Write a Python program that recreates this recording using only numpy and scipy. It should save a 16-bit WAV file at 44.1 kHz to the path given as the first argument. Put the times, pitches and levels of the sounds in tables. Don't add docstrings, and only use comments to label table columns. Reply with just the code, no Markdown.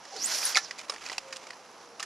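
import sys
import numpy as np
from scipy import signal
from scipy.fft import rfft, irfft
from scipy.io import wavfile
from scipy.ndimage import uniform_filter1d

SR = 44100
rng = np.random.default_rng(int(sys.argv[2]) if len(sys.argv) > 2 else 0)


def unload_audio(sound):
    columns = np.transpose(np.atleast_2d(sound))
    steps = np.round(np.clip(columns, -1, 1) * 32767)
    wavfile.write(sys.argv[1], SR, steps.astype(np.int16))


N = 90404

# time_s, level_db
WHOOSH = [(0, -59), (.16, -51), (.23, -47.5), (.325, -38), (.4, -42.5), (.44, -40.5), (.51, -38.5),
          (.6, -53), (.64, -52), (.8, -56)]
# frequency_hz, relative_db
WHOOSH_COLOUR = [(40, -62), (150, -21), (350, -11.5), (650, -0.5), (900, -1.5), (1600, 2.5), (2500, -0.5),
                 (3400, -2), (5000, -29), (12000, -60)]
# time_s, level_db
HISS = [(0, -63), (.09, -53), (.16, -46), (.23, -42), (.28, -38), (.335, -30), (.41, -36), (.48, -32),
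        (.54, -40.5), (.61, -47), (.7, -53.5), (.85, -70)]
# frequency_hz, relative_db
HISS_COLOUR = [(100, -60), (1500, -52), (3000, -15), (4200, -1.5), (5500, 3), (6600, -2), (8000, -10),
               (10000, -15.5), (12300, -30), (13200, -50)]
# time_s, left_minus_right_db, level_db
SIZZLE = [(.17, -5, -68), (.25, -2, -45), (.3, -1, -45.5), (.36, 7.5, -39.5), (.41, 8, -45.5),
          (.47, 4.5, -39), (0.521, 2, -43.5), (.56, 4, -74)]
# frequency_hz, relative_db
SIZZLE_COLOUR = [(6500, -27), (8300, 5.5), (10000, 0.5), (12000, -2), (13400, -11), (14500, -31)]
# frequency_hz, side_minus_mid_db
LINE_SPREAD = [(1500, -34), (4000, -29), (6500, -30), (8000, -10.5), (12000, -6)]


def air_rush():
    time_s, pan_db, _ = np.transpose(SIZZLE)
    pan = from_db(np.interp(seconds(), time_s, pan_db) * np.array([[.5], [-.5]]))
    sizzle = level(SIZZLE) * noise(SIZZLE_COLOUR) * pan
    along_line = level(HISS) * noise(HISS_COLOUR) + level(SIZZLE) * noise(SIZZLE_COLOUR)
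    hiss = level(HISS) * noise(HISS_COLOUR)
    whoosh = level(WHOOSH) * noise(WHOOSH_COLOUR)
    roughness_db = 1.2 * drift(rate_hz=80)
    return (hiss + whoosh + sizzle + side(along_line, LINE_SPREAD)) * from_db(roughness_db)


# time_s, pitch_hz, level_db
LINE_RISING = [(.17, 4050, -49), (.205, 5000, -40.5), (.23, 5790, -34), (.244, 6670, -30.5),
               (.262, 8300, -32.5), (.288, 11600, -46.5), (.31, 13900, -71)]
# time_s, pitch_hz, level_db
LINE_FALLING = [(.435, 13300, -49), (.447, 11300, -54), (0.453, 9700, -23.5), (.466, 8800, -40),
                (0.492, 7200, -44), (.54, 5000, -78)]
# time_s, pitch_hz, level_db
ROD_MOAN = [(0.101, 794.6, -65), (.14, 771, -39.5), (.16, 775, -50), (.19, 743, -49.5)]
# time_s, pitch_hz, level_db
FAST_LINE_RISING = [(.2, 9600, -57), (.225, 11200, -50), (.25, 12600, -50), (.27, 13400, -63)]
# time_s, pitch_hz, level_db
FAST_LINE_FALLING = [(.465, 14000, -54), (.485, 13200, -47), (.51, 11800, -51), (.54, 9800, -58)]


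def vortex_tones():
    core_width, halo_width, halo_db = 0.033, 0.094, -7
    strong = sum(whistle(curve, core_width) + from_db(halo_db) * whistle(curve, halo_width)
                 for curve in (LINE_RISING, LINE_FALLING, ROD_MOAN))
    faint = whistle(FAST_LINE_RISING, core_width) + whistle(FAST_LINE_FALLING, core_width)
    return strong + faint


# time_s, centre_hz, level_db
ROD_LOADING = [(.06, 620, -63), (.155, 482.6, -50), (.19, 378.3, -53.5), (.24, 266.5, -57.5),
               (.3, 214, -64)]
# time_s, centre_hz, level_db
ROD_UNLOADING = [(.29, 1305, -65), (.325, 903.6, -46), (0.344, 673, -47.5), (.385, 508, -53),
                 (.42, 450, -65)]
# time_s, centre_hz, level_db
TIP_REBOUND = [(.61, 5620, -63), (.635, 5840, -44), (.648, 5600, -41.5), (.665, 4490, -50),
               (.685, 3940, -55)]


def rod_swishes():
    return sum(whistle(curve, width=0.15) for curve in (ROD_LOADING, ROD_UNLOADING, TIP_REBOUND))


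# start_s, crack_db, ring_db, pitch_hz, t60_s
KNOCK_CONTACTS = [(0.5475, -37, -15, 4700, 0.01), (0.5513, -38, -24, 2474, 0.052),
                  (0.556, -20, -16.5, 2200, 0.041), (0.5628, -21, -11, 4110, 0.0043),
                  (0.5663, -23.5, -21, 5750, 0.014), (0.5705, -26.5, -12.5, 1763, 0.021),
                  (0.5729, -31, -19.5, 1350, 0.029), (0.5758, -22.5, -25, 5350, .008),
                  (0.5858, -31, -26.5, 4000, .016)]
# frequency_hz, relative_db
CRACK_COLOUR = [(80, -60), (300, -25), (800, 2), (1500, -0.5), (2400, 6), (3000, -6), (4200, 0.5),
                (5600, 2), (7500, -7.5), (10000, -7), (12500, -28), (13500, -55)]
# pitch_hz, relative_db, uncapped_t60_s
BODY_MODES = [(803, -14.5, 0.15), (1374, -5, 0.069), (1742, -8.5, 0.13), (1740, -6, 0.04),
              (2600, -22, 0.078), (3630, -7, 0.042), (4070, -21, 0.058), (5100, -31, 0.25),
              (5640, -7.5, 0.077), (5803, -31, 0.48)]


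def knock():
    attack_s, snap_s = 0.00036, .5714
    tail_db, snap_db, body_db, longest_t60_s = -14, -3, -20, .12
    grit = evened(noise(CRACK_COLOUR), samples=50)
    out = from_db(snap_db) * ring(snap_s, pitch_hz=4600, attack_s=.00016, decay_s=.00028)
    for start_s, crack_db, ring_db, pitch_hz, t60_s in KNOCK_CONTACTS:
        crack = strike(start_s, attack_s, decay_s=0.00092)
        tail = from_db(tail_db) * strike(start_s, attack_s, decay_s=0.013)
        out += from_db(crack_db) * (crack + tail) * grit
        out += from_db(ring_db) * ring(start_s, pitch_hz, attack_s, decay_time(t60_s))
    for pitch_hz, mode_db, t60_s in BODY_MODES:
        decay_s = decay_time(min(t60_s, longest_t60_s))
        out += from_db(body_db + mode_db) * ring(snap_s, pitch_hz, attack_s, decay_s)
    return out


# start_s, level_db, thud_db, ring_db, tick_db, pitch_hz, decay_s, attack_s
CLACKS = [(0.053, -34, -27, -9.5, -10, 1910, 0.0022, 0.00072),
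          (0.163, -26.5, -23, -18, -8.5, 1410, 0.0027, 0.0014),
          (0.427, -22, -20, -12, -20, 2450, 0.0035, 0.0023),
          (0.709, -21, -27, -12, -16, 1960, 0.0038, 0.0014), (0.779, -37, -35, -30, -8, 1833, 0.003, 0.002),
          (0.785, -31.5, -21, -24, -6.5, 1930, 0.003, 0.0015),
          (0.79, -33, -19, -8.5, -7.5, 2400, 0.0043, 0.0021),
          (0.8, -33, -16, -13, -11, 2170, 0.003, 0.0018),
          (0.896, -18, -14.5, -12.5, -13.5, 1163, 0.0045, 0.0018),
          (0.921, -31.5, -8, -16, -17, 1220, 0.0061, 0.002),
          (0.937, -34, -11.5, -13, -15, 1200, 0.0057, 0.002),
          (0.961, -34.5, -31, -4.5, -27, 1890, 0.0018, 0.0012),
          (1.018, -36, -18, -9.5, -19, 1800, 0.003, 0.0016),
          (1.062, -26.5, -33, -9, -12, 2520, 0.0035, 0.0018),
          (1.086, -28, -28, -16, -10, 2470, 0.0025, 0.0018),
          (1.097, -24, -18, -9.5, -24, 1980, 0.0037, 0.0016),
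          (1.117, -25.5, -7.5, -39, -9.5, 1440, 0.0038, 0.00064),
          (1.127, -28, -17, -13.5, -10, 2480, 0.0058, 0.0018),
          (1.18, -19.5, -21.5, -8, -9, 2677, 0.0029, 0.002),
          (1.327, -37.5, -25, -5.5, -11, 2160, 0.0047, 0.0016),
          (1.325, -27.5, -31, -12, -12, 1824, 0.0076, 0.0012),
          (1.36, -33, -29, -17, -4, 2730, 0.0028, 0.0018),
          (1.366, -31.5, -33, -8.5, -6.5, 2890, 0.0017, 0.0023),
          (1.468, -36, -12, -7, -8.5, 2260, 0.0034, 0.0013),
          (1.504, -27.5, -19, -9.5, -13.5, 1920, 0.0025, 0.0029),
          (1.532, -37.5, -14, -8.5, -26, 1800, 0.0043, 0.0016),
          (1.996, -27, -16.5, -10.5, -9, 2850, 0.0037, 0.0023),
          (2.001, -24.5, -23, -11.5, -14, 1265, 0.0039, 0.0029),
          (2.027, -21, -46, -13.5, -10, 1800, 0.0047, 0.0012)]
# frequency_hz, relative_db
THUD_COLOUR = [(50, -50), (170, -41), (450, 11.5), (750, 8.5), (1050, 10), (1400, 8), (2200, -42),
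               (8000, -70)]
# frequency_hz, relative_db
CLACK_COLOUR = [(100, -58), (800, -1), (1300, 4), (2000, 3), (2800, 4.5), (3600, -8.5), (5000, 10),
                (12000, -60)]
# frequency_hz, relative_db
TICK_COLOUR = [(200, -70), (2500, -3), (4000, 1.5), (5400, -1), (6800, 1.5), (8500, -3.5), (12200, -18.5),
               (13200, -38)]


def tackle_clacks():
    thud_trim_db, tick_trim_db, tone_trim_db, tail_db = -1, -1.5, 3, -24
    thud, clack, tick = (evened(noise(colour)) for colour in (THUD_COLOUR, CLACK_COLOUR, TICK_COLOUR))
    out = np.zeros(N)
    for start_s, level_db, thud_db, ring_db, tick_db, pitch_hz, decay_s, attack_s in CLACKS:
        hit = strike(start_s, attack_s, decay_s)
        tail = from_db(tail_db) * strike(start_s, attack_s, decay_s=0.022)
        burst = (from_db(thud_trim_db + thud_db) * thud
                 + from_db(ring_db) * clack
                 + from_db(tick_trim_db + tick_db) * tick)
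        tone = from_db(tone_trim_db + ring_db) * ring(start_s, pitch_hz, attack_s, decay_s)
        out += from_db(level_db) * ((hit + tail) * burst + tone)
    return out


# pitch_hz, level_db, t60_s
METAL_MODES = [(3870, -30.5, 0.027), (5290, -26.5, 0.027), (7700, -55, .12), (8550, -42, 0.2)]


def metal_ring():
    hardest_s = max(CLACKS, key=lambda row: row[1])[0]
    return sum(from_db(level_db) * ring(hardest_s, pitch_hz, attack_s=0.0021, decay_s=decay_time(t60_s))
               for pitch_hz, level_db, t60_s in METAL_MODES)


# time_s, level_db
RUSTLE = [(.7, -67), (.81, -47), (.87, -57), (.91, -44.5), (.99, -50.5), (1.04, -46.5), (1.13, -45),
          (1.2, -53), (1.28, -54.5), (1.33, -50), (1.4, -52.5), (1.55, -57.5), (1.97, -61.5), (2.01, -49.5),
          (2.05, -47)]
# frequency_hz, relative_db
RUSTLE_COLOUR = [(60, -37), (300, -7), (1000, 1.5), (2400, 4.5), (3400, -1.5), (5500, -2), (8000, -5),
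                 (12200, -21), (13000, -52)]


def tackle_rustle():
    roughness_db = 3.5 * drift(rate_hz=135)
    return level(RUSTLE) * unit_rms(noise(RUSTLE_COLOUR) * from_db(roughness_db))


# frequency_hz, scatter_minus_direct_db
GROUND_SCATTER = [(200, -25), (1500, -33), (4000, -17), (6500, -19.5), (9000, -5.5), (12000, -12),
                  (13000, -14)]


def with_ground_scatter(direct):
    spray = rng.standard_normal((2, N)) * strike(start_s=.001, attack_s=.001, decay_s=0.0023)
    spray /= np.sqrt(np.sum(spray ** 2, axis=1, keepdims=True))
    return irfft(rfft(direct) * (1 + rfft(spray) * from_db(per_bin(GROUND_SCATTER))), N)


# frequency_hz, relative_db
BREEZE_COLOUR = [(25, -56), (60, -22), (120, -13.5), (220, -6), (450, -2), (950, 1), (1500, -5.5),
                 (2200, -15), (3500, -16.5), (5700, -10.5), (8000, -25), (12000, -37.5), (13500, -62)]
# frequency_hz, side_minus_mid_db
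BREEZE_SPREAD = [(30, 1), (100, -15), (500, -18.5), (1500, -16), (3000, -5), (6000, -20.5), (8500, -0.5),
                 (13000, 11)]
# frequency_hz, relative_db
GUST_COLOUR = [(20, -7), (50, 5), (90, -7), (200, -11), (400, -32)]


def breeze():
    breeze_db, sway_db = -52, 0.87
    gust_db, gust_peak_s, gust_width_s = -71, 1.09, 0.12
    air = noise(BREEZE_COLOUR) + side(noise(BREEZE_COLOUR), BREEZE_SPREAD)
    air *= from_db(breeze_db + sway_db * drift(rate_hz=15))
    swell = np.exp(-.5 * ((seconds() - gust_peak_s) / gust_width_s) ** 2)
    rumble = np.array([noise(GUST_COLOUR), noise(GUST_COLOUR)])
    return air + from_db(gust_db) * swell * rumble


# time_s, pitch_hz, level_db
FAR_HUM = [(1.15, 539.3, -66), (1.3, 535, -54.5), (1.5, 509, -65), (1.7, 495, -67), (1.93, 469, -58),
           (2.05, 500, -87)]


def hum_and_whine():
    whine_hz, whine_db = 10140, -72
    whine = whistle([(0, whine_hz, whine_db), (N / SR, whine_hz, whine_db)], width=.002)
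    return whistle(FAR_HUM, width=0.0032) + whine


# frequency_hz, left_minus_right_db
PORT_BALANCE = [(100, -2.7), (1200, -0.9), (2300, -1.64), (4200, -3), (6500, -7), (8000, -8.5),
                (10000, 5.5), (13000, 2.5)]
# frequency_hz, left_lead_rad
PORT_PHASE = [(100, 0), (6700, 0), (7500, 1.86), (8400, 2.64), (9600, 2.5), (10800, 2.14), (13000, 1)]


def microphone(sound):
    half = from_db(per_bin(PORT_BALANCE) / 2) * np.exp(.5j * per_bin(PORT_PHASE))
    return irfft(rfft(sound) * np.array([half, 1 / half]), N)


def from_db(db):
    return 10 ** (np.asarray(db) / 20)


def unit_rms(x):
    return x / np.sqrt(np.mean(x ** 2) + 1e-20)


def seconds():
    return np.arange(N) / SR


def level(curve):
    curve = np.array(curve)
    return from_db(np.interp(seconds(), curve[:, 0], curve[:, -1], left=-200, right=-200))


def per_bin(points):
    hz, value = np.transpose(points)
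    return np.interp(np.log(np.arange(N // 2 + 1) * SR / N + 1), np.log(hz), value)


def noise(colour):
    return unit_rms(irfft(rfft(rng.standard_normal(N)) * from_db(per_bin(colour)), N))


def side(x, spread):
    return irfft(rfft(x) * from_db(per_bin(spread)), N) * np.array([[1], [-1]])


def drift(rate_hz):
    hz = np.arange(N // 2 + 1) * SR / N
    return unit_rms(irfft(rfft(rng.standard_normal(N)) / (1 + (hz / rate_hz) ** 2), N))


def evened(x, samples=130):
    return x / np.sqrt(uniform_filter1d(x ** 2, samples) + 1e-9)


def decay_time(t60_s):
    return t60_s / np.log(1000)


def strike(start_s, attack_s, decay_s):
    age_s = np.maximum(seconds() - start_s, 0)
    rise = np.minimum(age_s / attack_s, 1)
    fall = np.exp(-np.minimum(np.maximum(age_s - attack_s, 0) / decay_s, 40))
    return rise * fall


def ring(start_s, pitch_hz, attack_s, decay_s):
    return strike(start_s, attack_s, decay_s) * np.sin(2 * np.pi * pitch_hz * (seconds() - start_s))


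def whistle(curve, width):
    time_s, pitch_hz, _ = np.transpose(curve)
    phase = 2 * np.pi * np.cumsum(np.interp(seconds(), time_s, pitch_hz)) / SR
    width_hz = width * pitch_hz.mean()
    return level(curve) * unit_rms(drift(width_hz) * np.cos(phase) + drift(width_hz) * np.sin(phase))


def scene():
    swing = air_rush() + vortex_tones() + rod_swishes()
    low_cut = signal.butter(2, 370, "high", fs=SR, output="sos")
    contacts = signal.sosfilt(low_cut, knock() + tackle_clacks() + metal_ring() + tackle_rustle())
    return microphone(with_ground_scatter(swing + contacts) + breeze() + hum_and_whine())


def record(dry):
    return signal.sosfilt(signal.ellip(10, .2, 80, 14400, fs=SR, output="sos"), dry)


dry = scene()
out = record(dry)
unload_audio(out)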